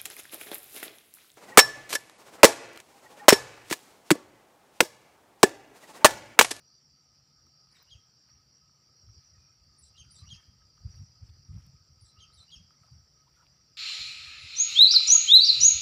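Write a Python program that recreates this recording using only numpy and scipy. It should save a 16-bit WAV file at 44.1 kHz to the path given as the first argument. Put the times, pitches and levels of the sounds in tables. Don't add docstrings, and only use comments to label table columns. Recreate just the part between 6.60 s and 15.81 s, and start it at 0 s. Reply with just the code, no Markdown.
import sys
import numpy as np
from scipy import signal
from scipy.io import wavfile
from scipy.ndimage import uniform_filter1d

SR = 44100
rng = np.random.default_rng(int(sys.argv[2]) if len(sys.argv) > 2 else 0)


def output_pcm(signal):
    pcm = np.clip(np.atleast_2d(signal).T, -1, 1) * 32767
    wavfile.write(sys.argv[1], SR, np.round(pcm).astype(np.int16))


def invert_db(level):
    return 10 ** (np.asarray(level, dtype=float) / 20)


N = 406161
TIME_S = np.arange(N) / SR


def evened(x):
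    return x / np.sqrt(np.mean(x ** 2) + 1e-20)


def add(mix, s, sound):
    part = mix[round(s * SR):][:len(sound)]
    part += sound[:len(part)]


def along(rows):
    return np.interp(TIME_S, *np.transpose(rows))


def wander(per_s):
    size = int(SR / per_s)
    return evened(uniform_filter1d(uniform_filter1d(rng.standard_normal(N), size), size))


def noise(colour, lo_hz, hi_hz, size, patchy_db, patch=(7, 9)):
    hz = np.fft.rfftfreq(size, 1 / SR)
    a, b, patches = rng.standard_normal((N * 4 // size + 6, len(hz), 3)).T
    for axis in (0, 1):
        patches = uniform_filter1d(patches, int(patch[axis]), axis=axis)
    colour_hz, colour_db = np.transpose(colour)
    shape = invert_db(np.interp(np.log(hz + 1), np.log(colour_hz), colour_db, left=-90, right=-90))
    inside = (hz >= lo_hz) & (hz <= hi_hz)
    share = np.sqrt(np.sum(shape[inside] ** 2) / np.sum(shape ** 2))
    z = (a + 1j * b) * shape[:, None] * invert_db(patchy_db * evened(patches))
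    return evened(signal.istft(z, nperseg=size, noverlap=size * 3 // 4)[1][:N]) / share


def resonate(x, hz, width):
    b, a = signal.iirpeak(hz, hz / width, SR)
    return signal.lfilter(b, a, signal.lfilter(b, a, x))


def butter(order, hz, kind):
    return signal.butter(order, hz, kind, fs=SR, output='sos')


def dulled(x, hz):
    return signal.lfilter(*signal.butter(2, hz, fs=SR), x)


def band_gain(x, gain, order, hz, kind):
    return x + (gain - 1) * signal.sosfilt(butter(order, hz, kind), x)


def loudness_db(x, size):
    return 10 * np.log10(abs(uniform_filter1d(x ** 2, size=size)) + 1e-12)


def swells(rows, fall_s):
    t = np.arange(0, N + 64, 64) / SR
    power = 0
    for s, db, rise_s in rows:
        away = np.maximum((s - t) / rise_s, (t - s) / fall_s)
        power = power + invert_db(2 * db) * np.exp(-2 * away)
    return np.interp(TIME_S, t, np.sqrt(power))


def whistle(rows, overtones, growth):
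    s, hz, db = np.transpose(rows)
    t = np.arange(s[0], s[-1], 1 / SR)
    hz, db = (uniform_filter1d(np.interp(t, s, c), size=60) for c in (hz, db))
    angle = 2 * np.pi * np.cumsum(hz) / SR
    tone = sum(invert_db(o_db + (k > 1) * growth * db) * np.sin(k * angle) for k, o_db in overtones)
    return np.sqrt(2) * invert_db(db) * tone * signal.windows.tukey(len(t), .1)


def trunks(x, t60, gap_s, late_db, late_t60, dull_hz):
    taps, at = np.zeros(SR), np.arange(0, SR - 20, 20)
    taps[at + rng.integers(0, 20, len(at))] = rng.choice([-1., 1.], len(at))
    t = np.arange(SR) / SR
    late = dulled(taps * invert_db(late_db - 60 * t / late_t60), dull_hz)
    tail = (t > gap_s) * (taps * invert_db(-60 * t / t60) + late)
    return signal.fftconvolve(x, tail / np.linalg.norm(tail))[:N]


# pitch_hz, level_db per Hz
AIR_COLOUR = [(35, -20), (70, -10), (100, -13.5), (150, 0), (314, -9), (1060, -15.5), (1270, -14.5),
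              (3830, -21), (4650, -7), (5650, -2.5), (6470, -32.5), (7270, -31), (15500, -33.5)]


def air():
    return invert_db(-70.5) * noise(AIR_COLOUR, 150, 15500, size=1024, patchy_db=2.5)


# start_s, level_db
BREEZE = [(0, 3.5), (.3, 0), (1.2, 1), (1.77, 1.5), (2.15, -3.5), (2.55, 14.5), (2.85, 2), (3.2, 5),
          (3.65, 18.5), (4.0, -0.5), (4.35, 17.5), (5.0, 1.5), (5.5, 1), (5.9, 7), (6.75, -8), (7.6, 9.5),
          (8.5, 7.5), (9.1, 20)]
# pitch_hz, level_db per Hz
WIND_COLOUR = [(8.8, -55), (15, -12), (27, -29), (46, -18), (70, 3), (97, 1), (166, -11.5), (326, -37),
               (400, -38.5), (520, -72), (880, -120)]
# start_s, peak level_db, pitch_hz
THUMPS = [(1.338, -50, 92), (2.486, -37.5, 95.9), (2.559, -41.5, 81), (3.396, -40, 82), (3.467, -42, 100),
          (3.617, -33, 93), (3.717, -37, 88), (3.874, -40.5, 82.4), (4.247, -23, 90), (4.39, -31.5, 94),
          (4.62, -34, 101), (4.785, -41, 107), (4.882, -36, 62), (4.95, -30.5, 131), (5.136, -41.5, 122),
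          (5.201, -47.5, 96), (5.294, -45, 109), (5.413, -45.5, 93), (5.574, -44, 85.4), (5.762, -47.5, 72),
          (5.954, -42, 60), (6.21, -45, 123), (6.314, -36.5, 115), (7.387, -41.5, 54.7), (7.46, -45, 89),
          (7.548, -49, 72.7), (7.832, -40.5, 101), (8.12, -55, 81), (9.141, -34, 70.2), (9.022, -32, 103)]
# start_s, level_db, rise_s
SHAKES = [(1.17, -66.5, 0.049), (1.69, -74, .03), (2.66, -76, 0.3), (2.78, -75, .03), (3.76, -68, 0.32),
          (4.02, -91, .015), (4.36, -68.5, 0.11), (4.66, -72, .03), (4.98, -68.5, 0.094), (5.95, -72, 0.31),
          (6.11, -78, .015), (6.23, -71, 0.017), (6.81, -71, 0.15)]


def wind():
    breeze = along(BREEZE)
    buffet_s = 0.047
    buffet = swells([(s + buffet_s / 2, db - 10, buffet_s / 2) for s, db, hz in THUMPS], buffet_s)
    lumps = invert_db(-4.5 + 2.5 * wander(40))
    rumble = noise(WIND_COLOUR, 40, 200, size=2048, patchy_db=4.5)
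    out = np.hypot(invert_db(-70 + breeze), buffet) * lumps * rumble
    for s, db, hz in THUMPS:
        cycles = np.arange(-1.2, 1.6, hz / SR)
        add(out, s, invert_db(db - 8.5) * np.cos(2 * np.pi * cycles) * np.exp(-(cycles / 0.77) ** 2))
    leaves = [(400, -11.0), (1200, -9.5), (2200, -10.0), (4000, -15.5), (9000, -24.0), (15500, -32)]
    rustle = np.hypot(invert_db(-86.5 + 0.21 * breeze), swells(SHAKES, fall_s=0.12))
    return out + invert_db(-8.5) * rustle * noise(leaves, 1500, 2600, size=256, patchy_db=4.5)


# pitch_hz, width_hz, level_db, throb_db, pulse_db
CHORUS = [
    (135.7, 32, -75, -1.5, -1),
    (1270, 81, -83.5, 4, 0),
    (7340, 470, -88.5, 1, 3),
]
# pitch_hz, level_db per Hz
CICADAS = [(2290, -64), (4000, -51.5), (4200, -15.5), (4670, 1.5), (4890, 4.5), (5170, -11.5), (5630, 5.5),
           (5900, -1), (6300, -26.5), (6600, -21.5), (8580, -65), (14500, -120)]
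# start_s, pitch_hz, level_db
HIGH_TICKS = [(1.222, 15150, -64), (8.205, 15100, -54), (8.36, 15000, -53), (8.497, 15100, -53),
              (8.722, 14500, -61), (9.132, 15100, -66)]


def insects():
    pulse_per_s, pulse_at_s = 8.48, 2.052
    pulse = np.tanh(2 * np.sin(2 * np.pi * pulse_per_s * (TIME_S - pulse_at_s)))
    out = np.zeros(N)
    for hz, width, db, throb_db, pulse_db in CHORUS:
        line = evened(resonate(rng.standard_normal(N), hz, width))
        out += invert_db(db + throb_db * wander(24) + pulse_db * pulse) * line
    streaks = noise(CICADAS, 4400, 6000, size=512, patchy_db=3.5, patch=(3, 30))
    out += invert_db(-68 + 0.2829 * along(BREEZE)) * streaks
    t = np.arange(500) / SR
    for s, hz, db in HIGH_TICKS:
        add(out, s, invert_db(db) * np.sin(2 * np.pi * hz * t) * np.hanning(len(t)))
    return out


# start_s,
# length_s, pitch_hz, width_hz, level_db
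NOISE_SWELLS = [(1.118, 0.12, 2000, 602, -76), (2.73, 0.07, 1900, 60, -81), (2.74, 0.23, 2460, 90, -82),
                (3.7, 0.22, 1800, 70, -80), (3.6, .07, 1190, 80, -70), (3.425, .1, 1400, 120, -78),
                (3.645, .06, 5700, 300, -61.5), (3.722, .06, 5000, 900, -58), (3.478, .06, 4800, 300, -68),
                (5.95, .04, 5400, 700, -57), (6.665, 0.026, 990, 200, -72), (6.748, 0.11, 1370, 250, -71),
                (6.817, 0.033, 1004, 150, -67), (6.865, 0.0038, 3000, 1500, -62.5),
                (7.301, 0.13, 810, 540, -67.5), (8.481, 0.062, 840, 350, -58), (6.383, .24, 62, 35, -71),
                (6.6, .24, 61, 35, -74), (6.794, 0.17, 60, 38, -74), (2.95, 0.22, 65, 44, -67),
                (3.95, 0.16, 65, 40, -68), (7.65, .24, 57, 35.02, -66), (8.326, .03, 660, 400, -61),
                (8.53, 0.06, 760, 400, -63), (8.95, 0.06, 500, 300, -67), (5.51, .24, 1270, 65, -73.5),
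                (5.6, .2, 1270, 67, -77), (8.468, .03, 7000, 500, -37.5), (7.6, .24, 1750, 300, -61.5),
                (3.23, .075, 8700, 1500, -72), (3.555, .075, 8700, 1500, -71), (5.455, .07, 8700, 1500, -77),
                (5.78, .07, 8700, 1500, -77), (7.95, .04, 6900, 600, -50), (3.225, .07, 4100, 500, -72),
                (3.55, .09, 4000, 500, -69), (5.45, .06, 4100, 500, -74)]


def noise_swells():
    out = np.zeros(N)
    grits = rng.standard_normal((len(NOISE_SWELLS), SR // 4))
    for (s, length_s, hz, width, db), grit in zip(NOISE_SWELLS, grits):
        count = round(length_s * SR)
        rub = evened(resonate(grit, hz, width))[-count:]
        add(out, s, invert_db(db) * rub * signal.windows.tukey(count, .6))
    return out


# start_s, peak level_db, pitch_hz, bright_db
TICKS = [(0.867, -67, 1270, 3), (1.071, -67, 1250, -4), (1.225, -69, 1620, -10), (1.687, -71, 1540, -10),
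         (4.178, -62.5, 1270, -12), (5.066, -76, 1270, 14), (5.702, -64, 1280, -6), (6.107, -60.5, 1280, 0),
         (6.234, -63.5, 1280, -6), (2.095, -65, 1270, -20), (2.488, -66, 1290, -12),
         (3.618, -66, 1210, -15), (4.018, -69, 1610, -4), (5.573, -65, 1290, -12), (5.83, -64, 1270, -6),
         (6.802, -68, 1280, -12), (1.156, -67, 2280, -6), (8.331, -47, 1310, -28),
         (8.339, -35.5, 1400, -22), (8.404, -42.5, 1270, -28), (8.482, -51, 1230, -26),
         (8.488, -52, 895, -26), (8.497, -55, 790, -23), (8.51, -58, 1630, -26), (8.523, -61, 1230, -25),
         (8.534, -45, 1030, -26), (8.556, -38, 1210, -24), (8.564, -37, 1269, -23), (8.362, -39, 1470, 9.5),
         (7.5, -40.0, 2600, -13), (8.548, -43, 1000, -17), (7.3, -51.5, 1170, -20)]


def ticks():
    out, t = np.zeros(N), np.arange(900) / SR
    grits = rng.standard_normal((len(TICKS), 900))
    for (s, db, hz, bright_db), grit in zip(TICKS, grits):
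        ring = np.sin(2 * np.pi * hz * t) * invert_db(-60 * t / 0.03) * np.minimum(t / 0.00062, 1)
        grain = uniform_filter1d(grit, size=1 if bright_db > 2 else 7)
        snap = invert_db(bright_db - 60 * t / .004) * grain
        add(out, s, invert_db(db + 5.0) * (ring + snap))
    return out


# start_s, pitch_hz, level_db
SQUEAK = [(0, 3930, -21), (.022, 4600, -2), (.032, 5120, 0), (0.038, 5800, -5), (.048, 4600, -10),
          (.057, 4150, -5.5), (.074, 3910, 0.5), (0.085, 3840, -9), (.095, 3800, -30)]
PEEP = [(0, 4500, -8), (.005, 4380, 1), (.011, 4130, 5), (.024, 4020, -2), (.032, 4000, -22)]
CHIP = [(0, 2720, -24), (.029, 2964, -10), (.034, 4200, -11), (.039, 4240, -10), (.045, 3247, -2),
        (0.071, 3204, 2), (.078, 2950, -5.5), (.087, 2600, -13.5), (.096, 2450, -33)]
# multiple of the pitch, level_db
SQUEAK_OVERTONES = [(2.045, 0)]
PEEP_OVERTONES = [(2.2, -23)]
CHIP_OVERTONES = [(1.999, -11.5), (2.96, -26.5), (4, -42)]
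# start_s, level_db, fundamental level_db, pitch factor
SQUEAKS = [(1.095, -71.5, 5.5, 0.96), (3.165, -55, -23, 0.95), (3.49, -54, -14, 0.94),
           (5.39, -61.5, -15, 0.95), (5.715, -62, 1.5, 0.95)]
PEEPS = [(1.183, -70, 2, 1.0), (3.258, -72, -4, 1), (3.58, -60.5, -3, 1), (5.482, -69, 1, 1.0),
         (5.797, -62, 3.5, 0.99)]
CHIPS = [(1.265, -56, 0.5, 1.014), (3.335, -47.5, -7, 0.99), (3.66, -47.5, -1.5, 1.01),
         (5.56, -53, -2, .99), (5.875, -49, -2.5, 1.02)]


def far_bird():
    out = np.zeros(N)
    for calls, shape, overtones in ((SQUEAKS, SQUEAK, SQUEAK_OVERTONES),
                                    (PEEPS, PEEP, PEEP_OVERTONES),
                                    (CHIPS, CHIP, CHIP_OVERTONES)):
        for s, db, first_db, pitch in calls:
            voice = whistle(np.multiply(shape, [1, pitch, 1]), [(0.99, first_db)] + overtones, growth=1.3)
            add(out, s, invert_db(db) * voice)
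    flutter = np.sin(2 * np.pi * 131 * TIME_S) + np.sin(2 * np.pi * 223 * TIME_S)
    out = invert_db(2.2 * flutter) * dulled(out, 10500)
    wet = trunks(out, t60=0.18, gap_s=0.0047, late_db=-17, late_t60=0.7, dull_hz=4230)
    return invert_db(-2.5) * out + invert_db(-5.5) * wet


# start_s, pitch_hz, level_db
OPENER = [(0, 4680, -51), (.009, 5670, -36.5), (.032, 6140, -17), (.052, 6630, -9), (.069, 6710, -15),
          (.081, 6700, -26)]
RISE = [(0, 3029, -37), (.02, 3230, -23.5), (.038, 3520, -15), (.045, 3620, -7), (.067, 3884, -3),
        (.092, 4166, -3), (.103, 3875, -10), (.115, 3600, -11)]
TURN = [(0, 3655, -12), (.006, 3930, -6.5), (.017, 4500, -20.5), (.04, 4620, -26), (0.044, 4600, -27.5),
        (.048, 4643, -10), (.06, 5860, -24.5), (.074, 5250, -19), (.098, 4330, -13.5), (0.1067, 3986, -1.5),
        (0.11, 3910, -34.5)]
TURN_AGAIN = [(0, 3640, -11), (.007, 3900, -6.5), (.02, 4470, -18), (0.046, 4560, -13), (.056, 4603, -12.5),
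              (.063, 5540, -25), (.068, 5800, -26.5), (.086, 5000, -21.5), (.102, 4380, -12),
              (.109, 4090, -11), (0.113, 3990, -2), (0.116, 3930, -32)]
HIGH = [(0, 4650, -27.5), (.01, 5770, -27), (0.023, 5830, -31), (0.033, 5897, -13), (0.046, 6470, -18),
        (.054, 6640, -11.5), (0.07, 6770, -17), (.082, 6716, -15.5), (0.09, 6490, -13), (0.097, 6230, -41)]
GRACE = [(0, 5940, -50), (.008, 6800, -26.5), (0.024, 7000, -24.5), (.04, 7000, -46)]
# start_s, level_db, stretch, pitch factor
OPENERS = [(7.953, -9.5, 1.06, 1.003)]
RISES = [(8.148, -0.5, .99, 1.003), (8.672, 1.6, 1.04, .997)]
TURNS = [(8.262, -0.23, 1.003, 1.003)]
TURNS_AGAIN = [(8.79, -0.92, 1.003, 1.003)]
HIGHS = [(8.472, 2, 1.003, 1.003), (9.004, 2.56, 0.95, 1.003)]
GRACES = [(7.946, -29, 0.87, 0.91), (8.466, -4, 0.61, 1.02), (8.998, -2, 0.74, .994)]


def song():
    out = np.zeros(N)
    for calls, shape in ((OPENERS, OPENER), (RISES, RISE), (TURNS, TURN),
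                         (TURNS_AGAIN, TURN_AGAIN), (HIGHS, HIGH), (GRACES, GRACE)):
        for s, db, stretch, pitch in calls:
            voice = whistle(np.multiply(shape, [stretch, pitch, 1]), [(1, 0)], growth=0)
            add(out, s, invert_db(db) * voice)
    return out


# pitch_hz, width_hz
CONE_DIPS = [(3520, 66), (3728, 100), (4160, 78), (6250, 63), (6820, 73), (6350, 43), (6020, 52)]


def strained_cone(notes):
    for hz, width in CONE_DIPS:
        notes = signal.lfilter(*signal.iirnotch(hz, hz / width, SR), notes)
    drive = np.sqrt(abs(uniform_filter1d(notes ** 2, size=200))) + 0.053
    cube = signal.sosfilt(butter(6, [9600, 12300], 'band'), notes ** 3 / drive ** .8)
    square = notes ** 2 * drive ** -0.3
    bent = invert_db(-31.5) * square + invert_db(-29.0) * cube * (1 + 0.7 * wander(900))
    return notes + signal.sosfilt(butter(5, [6500, 13900], 'band'), bent)


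# start_s, level_db
HISS = [(7.17, -51), (7.19, -48.5), (7.29, -45), (7.45, -46), (7.57, -49), (7.81, -51), (8.14, -44.5),
        (8.7, -45), (9.21, -45.5)]
# pitch_hz, level_db per Hz
HISS_COLOUR = [(180, -26), (300, -28.5), (996, -32), (1240, -19), (1740, -15), (2450, 1.5), (3260, -8.5),
               (4170, -2), (4710, -11.5), (5250, -11), (6190, -24.5), (7190, -15), (7800, -34.5),
               (10100, -56), (17200, -120)]
HISS_TOP = [(4590, -29.5), (7800, -2), (8500, -12), (9120, -14), (11000, -9), (12200, -21), (13700, -25),
            (14900, -24.5), (15600, -26)]


def speaker_hiss():
    since = np.maximum(TIME_S - HISS[0][0], 0)
    fresh = np.exp(-since / 0.096)
    louder_db = along(HISS) + 52
    hiss = noise(HISS_COLOUR, 2000, 2840, size=512, patchy_db=1.5, patch=(3, 40))
    top = noise(HISS_TOP, 7540, 15600, size=512, patchy_db=4, patch=(5, 30))
    hiss = band_gain(hiss, invert_db(3 - 51.5 * fresh), 4, 1950, 'low')
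    hiss = band_gain(hiss, invert_db(1.2429 * louder_db + 6.5 * fresh), 2, 3200, 'high')
    hiss = hiss + invert_db(-23 + 0.75 * louder_db + 2.5 * fresh) * top
    return band_gain(hiss, invert_db(-7 * np.exp(-since / 0.071)), 2, [1900, 3000], 'band')


def band_lowered(x, gain, order, band_hz):
    return x + (gain - 1) * signal.sosfiltfilt(butter(order, band_hz, 'band'), x)


# pitch_hz, width_hz, boost level_db
CONE_PEAKS = [(1280, 70, 12), (4150, 170, 4.5), (5800, 28, 9.5)]
# pitch_hz, level_db per Hz
GRILLE_BUZZ = [(6000, -20.5), (7500, 1), (10500, -3), (12500, -11.5), (14000, -19.5), (15200, -23.5)]


def decoy():
    notes = strained_cone(song())
    echoes = invert_db(-7) * trunks(notes, t60=0.22, gap_s=0.0051, late_db=-10.5, late_t60=0.82, dull_hz=14000)
    over_db = np.maximum(loudness_db(notes, 900) + 15, 0)
    song_hz, below_hz = [4600, 6200], [1350, 2600]
    hiss = band_lowered(speaker_hiss(), invert_db(-1.4 * over_db), 3, song_hz)
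    hiss = band_lowered(hiss, invert_db(-.5 * over_db), 2, below_hz)
    echoes = band_lowered(echoes, invert_db(-.8 * over_db), 3, song_hz)
    switched_on = TIME_S >= HISS[0][0]
    cone = notes + switched_on * invert_db(along(HISS)) * hiss
    for hz, width, db in CONE_PEAKS:
        cone = cone + (invert_db(db) - 1) * signal.lfilter(*signal.iirpeak(hz, hz / width, SR), cone)
    played = cone + echoes
    grit = noise(GRILLE_BUZZ, 7000, 15500, size=256, patchy_db=1.5)
    shrill = signal.sosfilt(butter(8, 4900, 'high'), played)
    shaking = abs(uniform_filter1d(shrill ** 2, size=1500)) ** 0.77
    return played + invert_db(-29.5) * shaking * grit


def scene():
    return (air() + wind() + insects() + noise_swells() + ticks() + far_bird() + decoy())[None]


def top_cut(x):
    return signal.sosfilt(signal.butter(12, 15520, fs=SR, output="sos"), x)


def record(dry):
    power_db = loudness_db(dry[0], 440)
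    fall = np.arange(N) * 69.0 / SR
    over_db = np.maximum(np.maximum.accumulate(power_db + fall) - fall + 13, 0)
    dry = signal.lfilter(*signal.butter(2, 48, 'high', fs=SR), dry)
    dry = dry + 1.1 * signal.lfilter(*signal.iirpeak(15000, 14, SR), dry)
    dry = signal.oaconvolve(dry, signal.firwin(401, 15520, fs=SR)[None], 'same')
    ducked = dry / invert_db(0.64 * uniform_filter1d(over_db, size=200))
    return top_cut(1.383 * np.tanh(ducked / 1.29))


dry = scene()
out = record(dry)
output_pcm(out)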